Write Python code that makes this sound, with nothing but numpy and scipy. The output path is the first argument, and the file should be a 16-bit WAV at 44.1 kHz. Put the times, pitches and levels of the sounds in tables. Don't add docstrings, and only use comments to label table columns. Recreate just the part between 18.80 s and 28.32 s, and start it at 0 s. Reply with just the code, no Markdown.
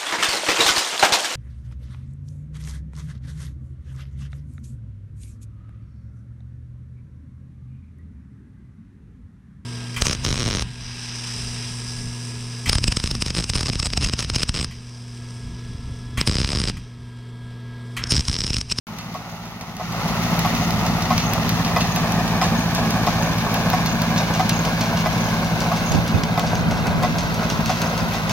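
import sys
import numpy as np
from scipy import signal
from scipy.fft import rfft, irfft
from scipy.io import wavfile
from scipy.ndimage import map_coordinates

SR = 44100
rng = np.random.default_rng(int(sys.argv[2]) if len(sys.argv) > 2 else 0)


def master(y):
    cut = np.clip(np.atleast_2d(y).T, -1, 1)
    pcm = np.round(cut * 32767)
    wavfile.write(sys.argv[1], SR, pcm.astype(np.int16))


N = 419832
T = np.arange(N) / SR


def gain_of(db):
    return 10 ** (np.asarray(db) / 20)


def unit_rms(x):
    return x / np.sqrt(np.mean(x ** 2) + 1e-20)


def at_hz(spectrum, hz):
    f, value = np.transpose(spectrum)
    return np.interp(np.log(hz + 1), np.log(f + 1), value)


def curves(rows):
    times_s, *columns = np.transpose(rows)
    return [np.interp(T, times_s, column) for column in columns]


def add(mix, at_s, sound):
    part = mix[..., max(round(at_s * SR), 0):][..., :sound.shape[-1]]
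    part += sound[..., :part.shape[-1]]


def colour(x, spectrum, size=8192):
    log_gain = np.log(gain_of(at_hz(spectrum, abs(np.fft.fftfreq(size, 1 / SR)))))
    impulse = np.fft.ifft(np.exp(np.conj(signal.hilbert(log_gain)))).real[:size // 2]
    return unit_rms(signal.oaconvolve(np.atleast_2d(x), impulse[None], axes=1)[:, :x.shape[-1]])


def equalise(x, spectrum):
    return irfft(rfft(x) * gain_of(at_hz(spectrum, np.fft.rfftfreq(N, 1 / SR))), N)


def wander(hz):
    coarse_s = T[::100]
    f = np.fft.rfftfreq(len(coarse_s), coarse_s[1])
    spectrum = rfft(rng.standard_normal(len(coarse_s))) / (1 + (f / hz) ** 2)
    return np.interp(T, coarse_s, unit_rms(irfft(spectrum, len(coarse_s))))


def grains(per_s, spread_db):
    size = gain_of(spread_db * np.minimum(rng.exponential(1, N), 4))
    return unit_rms(size * rng.choice([-1, 1], N) * (rng.random(N) < per_s / SR))


def place(x, lead_ms):
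    x = x.ravel()
    delayed = np.arange(N) - lead_ms * SR / 1000
    return np.array([x, map_coordinates(x, [delayed], order=3)])


# (frequency [Hz], correlation [0-1])
COHERENCE = [(30, 0.032), (60, 0.036), (130, 0.89), (290, 1), (700, 0.94), (1100, 0.87), (1500, 1),
             (3000, 0), (15000, 0)]

def widen(a, b):
    likeness = np.clip(at_hz(COHERENCE, np.fft.rfftfreq(N, 1 / SR)), -1, 1)
    mid, side = rfft(a) * np.sqrt(1 + likeness), rfft(b) * np.sqrt(1 - likeness)
    return unit_rms(irfft(np.array([mid + side, mid - side]), N))


# (time [s], level [dB])
BREEZE_LEVEL = [(0, -60), (2.2, -38), (4.6, -42.5), (8.2, -27), (9.52, -36)]
# (frequency [Hz], level [dB])
BUFFET_SPECTRUM = [(20, -16), (60, 1.5), (150, 3), (220, -1), (350, -11), (700, -17), (2000, -83)]

def breeze(gust_db=4):
    buffets = rng.standard_normal((2, N)) * gain_of(gust_db * np.clip(wander(hz=2.1), -2, 2))
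    return gain_of(curves(BREEZE_LEVEL)[0]) * colour(buffets, BUFFET_SPECTRUM)


# (time [s], relative peak [dB])
THUMP_HITS = [(7.109, -11), (7.138, -6.5), (7.341, -7.5), (7.436, -25)]

def thumps(fade_s=0.044, left_db=-6, right_db=1):
    out, t = np.zeros((2, N)), np.arange(SR // 6) / SR
    for at_s, db in THUMP_HITS:
        bump = colour(rng.standard_normal((2, len(t))) * np.exp(-t / fade_s), BUFFET_SPECTRUM)
        add(out, at_s, gain_of(db) * bump / abs(bump).max())
    return out * gain_of([[left_db], [right_db]])


def clinks(level_db=-44, per_s=90, low_hz=2100, high_hz=6400, t60_s=0.07, spread_db=3, tilt_db_oct=-2.5):
    out, t = np.zeros((1, N)), np.arange(SR // 8) / SR
    for when, pitch, chance in rng.random((round(per_s * T[-1]), 3)):
        hz = low_hz * (high_hz / low_hz) ** pitch
        db = spread_db * min(-np.log(chance), 3) + tilt_db_oct * np.log2(hz / low_hz)
        add(out, when * T[-1], gain_of(db - 60 * t / t60_s) * np.sin(2 * np.pi * hz * t))
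    return gain_of(level_db) * unit_rms(out)


# (frequency [Hz], level [dB])
LINK_SPECTRUM = [(500, -34), (1500, 6), (2500, 7.5), (3500, 8), (5000, 9.5), (6000, 10), (6450, 8.5),
                 (7100, 0.5), (7700, -2), (10000, -8), (16000, -30)]
# (frequency [Hz], level [dB], t60 [s])
LINK_RING = [(2688, 9, 0.079), (3620, 5, .08), (4440, 7, 0.05), (5170, 0, 0.055), (6200, 2, .05)]

def crunch(db, fade_s=0.038, contacts_per_s=450, ring_db=-4, detune=0.03):
    t = np.arange(SR // 8) / SR
    contacts = rng.random(len(t)) < contacts_per_s / SR
    rings = np.zeros(len(t))
    for hz, mode_db, t60_s in LINK_RING:
        forces = contacts * rng.standard_normal(len(t))
        mode = gain_of(mode_db - 60 * t / t60_s) * np.sin(2 * np.pi * hz * rng.normal(1, detune) * t)
        rings += signal.fftconvolve(forces, mode)[:len(t)]
    grit = colour(rng.standard_normal(len(t)) ** 3, LINK_SPECTRUM, size=512)
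    return gain_of(db) * unit_rms(grit + gain_of(ring_db) * unit_rms(rings)) * np.exp(-t / fade_s)


def tick(db, treble_db, snap_db=1.5, top_db=7, snap_s=0.0028, top_s=0.0015):
    t = np.arange(SR // 50) / SR
    snap = colour(rng.standard_normal(len(t)) * np.exp(-t / snap_s), LINK_SPECTRUM, size=512)
    top = colour(rng.standard_normal(len(t)) * np.exp(-t / top_s), FIZZ_SPECTRUM, size=512)
    snap, top = snap / abs(snap).max(), top / abs(top).max()
    return gain_of(db) * (gain_of(snap_db) * snap + gain_of(treble_db + top_db) * top)


# (time [s], level [dB])
TICK_LEVEL = [(.8, -18.5), (1.6, -17), (2.6, -25), (5.5, -14), (6.45, -25.5), (7.2, -19.5), (7.9, -26),
              (9.52, -20)]
# (time [s], snap level [dB], treble offset
# [dB], loose-link level [dB])
CHAIN_SNAGS = [(1.592, -14.5, -7, -38), (1.907, -12, -12, -32), (2.064, -20, -7, -29),
               (2.222, -15, -18, -31), (2.379, -11, -14, -24), (2.535, -13, -6, -34),
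               (2.692, -12.5, -8, -26.5), (2.848, -16, -20, -28), (3.161, -17, -5, -26.5),
               (3.3215, -17, -8, -33), (3.64, -16, -24, -29), (3.9495, -16.5, -4, -24.5),
               (4.106, -19.5, -2, -28), (4.742, -19, -3, -28), (4.901, -17, -4, -33),
               (5.0607, -16, -4, -25.5), (5.219, -16, -7, -33), (5.3785, -18, -6, -25),
               (5.5383, -17, -14, -27.5), (5.694, -10.5, 1, -26), (5.8513, -16, -9, -32),
               (6.0092, -20, -2, -24), (6.172, -20, -16, -29), (7.4354, -14.5, -24, -41),
               (7.595, -15.5, -10, -34), (7.9103, -19, -20, -33), (8.0696, -18, -16, -34),
               (8.3845, -17, -22, -27.5), (8.7004, -13.5, -23, -29), (8.8587, -15.5, -14, -27.5),
               (9.0174, -15, -8, -31), (9.495, -14, -14, -27.5)]

def chain(lead_ms, crank_turns_per_tick=4.4292, first_turn=0.868, uneven_db=2.5):
    out, snags_s = np.zeros((1, N)), np.transpose(CHAIN_SNAGS)[0]
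    turns = crank_turns()
    for at_s in np.interp(np.arange(first_turn, turns[-1], crank_turns_per_tick), turns, T):
        force, edge_db = rng.standard_normal(2)
        if abs(snags_s - at_s).min() > 0.05:
            db = np.interp(at_s, *np.transpose(TICK_LEVEL)) + uneven_db * force
            add(out, at_s, tick(db, treble_db=edge_db - 11.5))
            add(out, at_s, crunch(db - 12))
    for at_s, db, treble_db, links_db in CHAIN_SNAGS:
        add(out, at_s, tick(db, treble_db))
        add(out, at_s, crunch(links_db))
    return place(out, lead_ms)


# (frequency [Hz], level [dB], t60 [s])
FRAME_MODES = [(556, -9, .07), (644, -2, 0.13), (729, 6.5, .13), (838, 0.5, .08), (1030, -2.5, 0.11),
               (1096, 2, .17), (1186, -9, .06), (1270, -1.5, 0.091), (1505, -11, 0.11), (2015, -7.5, 0.1),
               (2440, -7, .04), (3580, 0, 0.0088), (5100, -5, 0.018)]

def frame_ring(t, tilt_db_oct=0, scatter_db=3, detune=0.013):
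    ring = np.zeros(len(t))
    for hz, db, t60_s in FRAME_MODES:
        struck_db = db + tilt_db_oct * np.log2(hz) + scatter_db * rng.standard_normal()
        cycles = hz * rng.normal(1, detune) * t + rng.random()
        ring += gain_of(struck_db - 60 * t / t60_s) * np.sin(2 * np.pi * cycles)
    return ring / abs(ring).max()


# (time [s], peak [dB])
LUMP_HITS = [(3.17, -15.5), (4.665, -15.5), (8.625, -17), (9.345, -17)]
# (time [s], level [dB])
CLOD_HITS = [(3.005, -23), (3.614, -24), (5.359, -27), (6.961, -33), (7.665, -30.5), (7.97, -35),
             (8.63, -37), (8.894, -26.5), (8.97, -34), (9.341, -32)]

def load(lead_ms):
    out, t = np.zeros((1, N)), np.arange(SR // 8) / SR
    for at_s, db in LUMP_HITS:
        add(out, at_s, gain_of(db) * frame_ring(t))
    for at_s, db in CLOD_HITS:
        add(out, at_s, crunch(db))
    return place(out, lead_ms)


def squeak(length_s, hz, width_hz, stutter_hz=34):
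    t = np.arange(round(length_s * SR)) / SR
    noise = rng.standard_normal((2, len(t)))
    skirt = [(-4, -50), (-1, -12), (0, 0), (1, -12), (4, -50)]
    band = [(hz + widths * width_hz, db) for widths, db in skirt]
    slips = 1 + 2 * np.sin(2 * np.pi * (stutter_hz * t + rng.random()))
    return unit_rms(colour(noise, band, size=2048) * slips) * np.sqrt(np.hanning(len(t)))


# (delay [s], level [dB])
PAWL_BOUNCES = [(0, 0), (.0069, -4), (.0136, -6)]
# (time [s], clank [dB], tilt [dB/octave], pivot squeak [dB], return squeal [dB])
RATCHET_STROKES = [(.347, -25, -5, -54, -40.5), (.998, -23.5, -2, -45, -58), (1.649, -27, 1.5, -37, -39),
                   (2.305, -23.5, -0.5, -36, -35.5), (2.963, -25, 0.5, -40, -38),
                   (3.615, -25, 1.5, -47, -38.5), (4.271, -24, 0, -40, -38.5), (4.932, -25.5, 1, -42, -38),
                   (5.596, -24, -0.5, -48, -35), (6.259, -27.5, 0, -43, -37),
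                   (6.917, -28.5, -2.5, -45, -34), (7.576, -26.5, -0.5, -41, -41),
                   (8.234, -25.5, 1, -52, -46), (8.895, -26.5, 0, -48, -41)]

def ratchet(scrape_db=-6, scrape_s=0.1, squeak_lead_s=0.008, return_s=0.11, seat_s=0.015, damp_s=0.027):
    out, t = np.zeros((2, N)), np.arange(SR // 8) / SR
    damping = np.exp(-np.maximum(t - seat_s, 0) / damp_s)
    for at_s, db, tilt_db_oct, squeak_db, squeal_db in RATCHET_STROKES:
        clank = np.zeros(len(t))
        for delay_s, bounce_db in PAWL_BOUNCES:
            add(clank, delay_s * rng.uniform(0.93, 1), gain_of(bounce_db) * frame_ring(t, tilt_db_oct))
        scrape = colour(rng.standard_normal((2, len(t))), SPRAY_SPECTRUM, size=1024)
        pivot = squeak(length_s=0.04, hz=13150, width_hz=160)
        arm = squeak(length_s=0.14, hz=rng.normal(6400, 60), width_hz=320)
        add(out, at_s, gain_of(db) * unit_rms(clank * damping))
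        add(out, at_s, gain_of(db + scrape_db) * scrape * np.exp(-t / scrape_s))
        add(out, at_s - squeak_lead_s, gain_of(squeak_db) * pivot)
        add(out, at_s + return_s, gain_of(squeal_db) * arm)
    return out


# (time [s], level [dB])
MANURE_FLOW = [(1.0, 2), (1.55, 3.5), (2.0, 2), (7.1, 1), (7.55, -4), (8.1, -5.5), (8.8, -0.5)]
# (frequency [Hz], level [dB])
SPRAY_SPECTRUM = [(500, 2.5), (1400, 2), (2000, 7), (2550, 7), (3200, 5), (5000, 4), (6000, 3), (6550, 4),
                  (7000, -5.5), (7600, -16.5), (10000, -18), (16000, -25)]
# (frequency [Hz], level [dB])
FIZZ_SPECTRUM = [(4000, -24), (7500, 2), (9000, 8), (11000, 14), (13000, 14.5), (15600, 14.5), (16500, 10)]

def spray(lead_ms, gain_cut, patter_db=-34, extra_cut_db=-0.5, fizz_db=-43.5, clump_db=1):
    clumps = gain_of(clump_db * wander(hz=30.2))
    thrown = 0.32 * place(grains(per_s=4000, spread_db=7.5), lead_ms)
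    landing = np.array([grains(per_s=7000, spread_db=5), grains(per_s=7000, spread_db=4)])
    dust = rng.standard_normal((2, N))
    stalks = 0.27 * place(grains(per_s=110, spread_db=4.5), lead_ms)
    patter = gain_of(patter_db + extra_cut_db * gain_cut) * colour(thrown + landing, SPRAY_SPECTRUM)
    fizz = gain_of(fizz_db) * colour(dust + stalks, FIZZ_SPECTRUM)
    return gain_of(curves(MANURE_FLOW)[0]) * (clumps * patter + np.sqrt(clumps) * fizz)


# (frequency [Hz], level [dB])
BODY_SPECTRUM = [(200, -19), (400, -6.5), (560, -4), (680, -1), (850, -1.5), (960, -3), (1120, -7),
                 (1300, -10.5), (1650, -10), (2000, -16.5), (2550, -15.5), (3200, -33.5), (7000, -34)]

def rattle(flutter_db=2, ring_db=-9.5):
    blows = widen(grains(per_s=2500, spread_db=1), grains(per_s=2500, spread_db=4))
    t = np.arange(SR // 6) / SR
    rings = sum(signal.oaconvolve(grains(per_s=90, spread_db=-0.5), frame_ring(t))[:N] for _ in range(3))
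    flutter = gain_of(flutter_db * wander(hz=15))
    return flutter * (colour(blows, BODY_SPECTRUM) + gain_of(ring_db) * unit_rms(rings))


# (time [s], speed [rpm])
ENGINE_RPM = [(0, 1707.5), (1, 1699), (4, 1685), (5, 1671.5), (8, 1683.5), (9.5, 1670.5)]

def crank_turns():
    return np.cumsum(curves(ENGINE_RPM)[0]) / SR / 60


# (cycle phase [0-1], level [dB])
FIRING_ORDER = [(.071, -3.5), (.325, 0), (0.593, 7), (.833, 0)]

def firings(uneven_db=0.1, start_phase=0.108):
    cycles = start_phase + crank_turns() / 2
    pulses = np.zeros(N)
    for phase, db in FIRING_ORDER:
        fired = np.flatnonzero(np.diff(np.floor(cycles - phase)))
        pulses[fired] += gain_of(db + uneven_db * rng.standard_normal(len(fired)))
    return pulses


def puffs(pulses, fade_s, floor):
    fading = unit_rms(signal.lfilter([1], [1, -np.exp(-1 / (fade_s * SR))], pulses))
    return unit_rms(fading + floor)


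# (frequency [Hz], level [dB])
BLOCK_SPECTRUM = [(400, -18.5), (900, 5), (1250, 7), (1650, 1.5), (2200, -2), (2700, -8), (4000, -6),
                  (6500, -21.5), (7600, -22), (16000, -82)]

def knock(pulses, lead_ms, trim_db=-1):
    bursts = rng.standard_normal(N) * puffs(np.sign(pulses), fade_s=0.0093, floor=2.9)
    return gain_of(trim_db) * place(colour(bursts, BLOCK_SPECTRUM), lead_ms)


# (frequency [Hz], level [dB])
PIPE_SPECTRUM = [(25, -39.5), (42, -40), (56, -3.5), (84, -9), (112, 2), (140, -16), (155, 3.5), (168, 8),
                 (183, -3), (200, -3), (235, -20), (300, -14.5), (420, -35), (900, -67.5)]
# (frequency [Hz], level [dB])
ROAR_SPECTRUM = [(16, -51), (32, -15), (50, -16), (80, -5), (130, -5), (170, -2.5), (200, -1.5), (225, 2.5),
                 (260, -6.5), (310, -14), (400, -16), (800, -30), (2000, -51)]

def exhaust(pulses, note_db=-3, roar_db=-4.5, uneven_db=1.6):
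    gas = widen(*rng.standard_normal((2, N))) * puffs(pulses, fade_s=0.03, floor=0.25)
    roar = gain_of(roar_db + uneven_db * wander(hz=36)) * colour(gas, ROAR_SPECTRUM)
    return gain_of(note_db) * colour(pulses, PIPE_SPECTRUM) + roar


# (frequency [Hz], gain [dB])
ECHO_UPRIGHT = [(250, -8), (500, -9.5), (850, -10.5), (1150, -31), (2000, -60)]
ECHO_INVERTED = [(700, -34), (1200, -10.5), (1800, -5.5), (2400, -9.5), (3500, -25), (6500, -36)]
# (frequency [Hz], gain [dB])
SIDE_RESPONSE = [(600, 0), (910, 1.5), (1200, -3), (1480, -1.5), (1630, 3), (1735, -2), (1840, 3),
                 (1990, -3), (2330, 1.5), (2600, 4), (3000, -1), (4400, 1.5), (7000, 0)]

def over_field(pair, echo_ms):
    mid, side = pair.mean(0), (pair[0] - pair[1]) / 2
    reflected = equalise(mid, ECHO_UPRIGHT) - equalise(mid, ECHO_INVERTED)
    mid = mid + place(reflected, echo_ms)[1]
    side = equalise(side, SIDE_RESPONSE)
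    return np.array([mid + side, mid - side])


# (time [s], spreader's lead at the left microphone [ms], ground echo delay [ms])
RIG_PATH = [(0, -0.08, 1.2), (2.3, -0.06, 1.245), (3.8, -0.096, 1.485), (5.8, -0.032, 1.565),
            (9.52, 0.023, 1.74)]
# (time [s], level [dB])
CLATTER_LEVEL = [(.8, -1), (1.25, 0.6), (2.0, -1), (5.4, 1.1), (6.6, 0), (9.52, 0)]

def scene(exhaust_db=-21, clatter_db=-29.5, engine_lead_ms=0.21, gain_rise_at_s=1, gain_rise_s=0.17,
          exhaust_cut_db=-13.5, rest_cut_db=-11.5, away_at_s=6, away_db_per_s=-0.81):
    gain_cut = np.exp(-np.maximum(T - gain_rise_at_s, 0) / gain_rise_s)
    away_db = away_db_per_s * np.maximum(T - away_at_s, 0)
    lead_ms, echo_ms = curves(RIG_PATH)
    pulses = firings()
    throb = gain_of(exhaust_db + exhaust_cut_db * gain_cut + away_db) * exhaust(pulses)
    clatter = knock(pulses, lead_ms + engine_lead_ms) + rattle()
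    clatter *= gain_of(clatter_db + curves(CLATTER_LEVEL)[0])
    blows = ratchet() + load(lead_ms) + chain(lead_ms) + place(clinks(), lead_ms) + thumps()
    rest = over_field(clatter + spray(lead_ms, gain_cut), echo_ms) + blows + breeze()
    return throb + gain_of(rest_cut_db * gain_cut) * rest


def record(dry, start_s=0.069, cutoff_hz=15950):
    lowpass = signal.firwin(511, cutoff_hz, window=("kaiser", 9), fs=SR)
    return signal.oaconvolve(dry * (T > start_s), lowpass[None], "same")


dry = scene()
out = record(dry)
master(out)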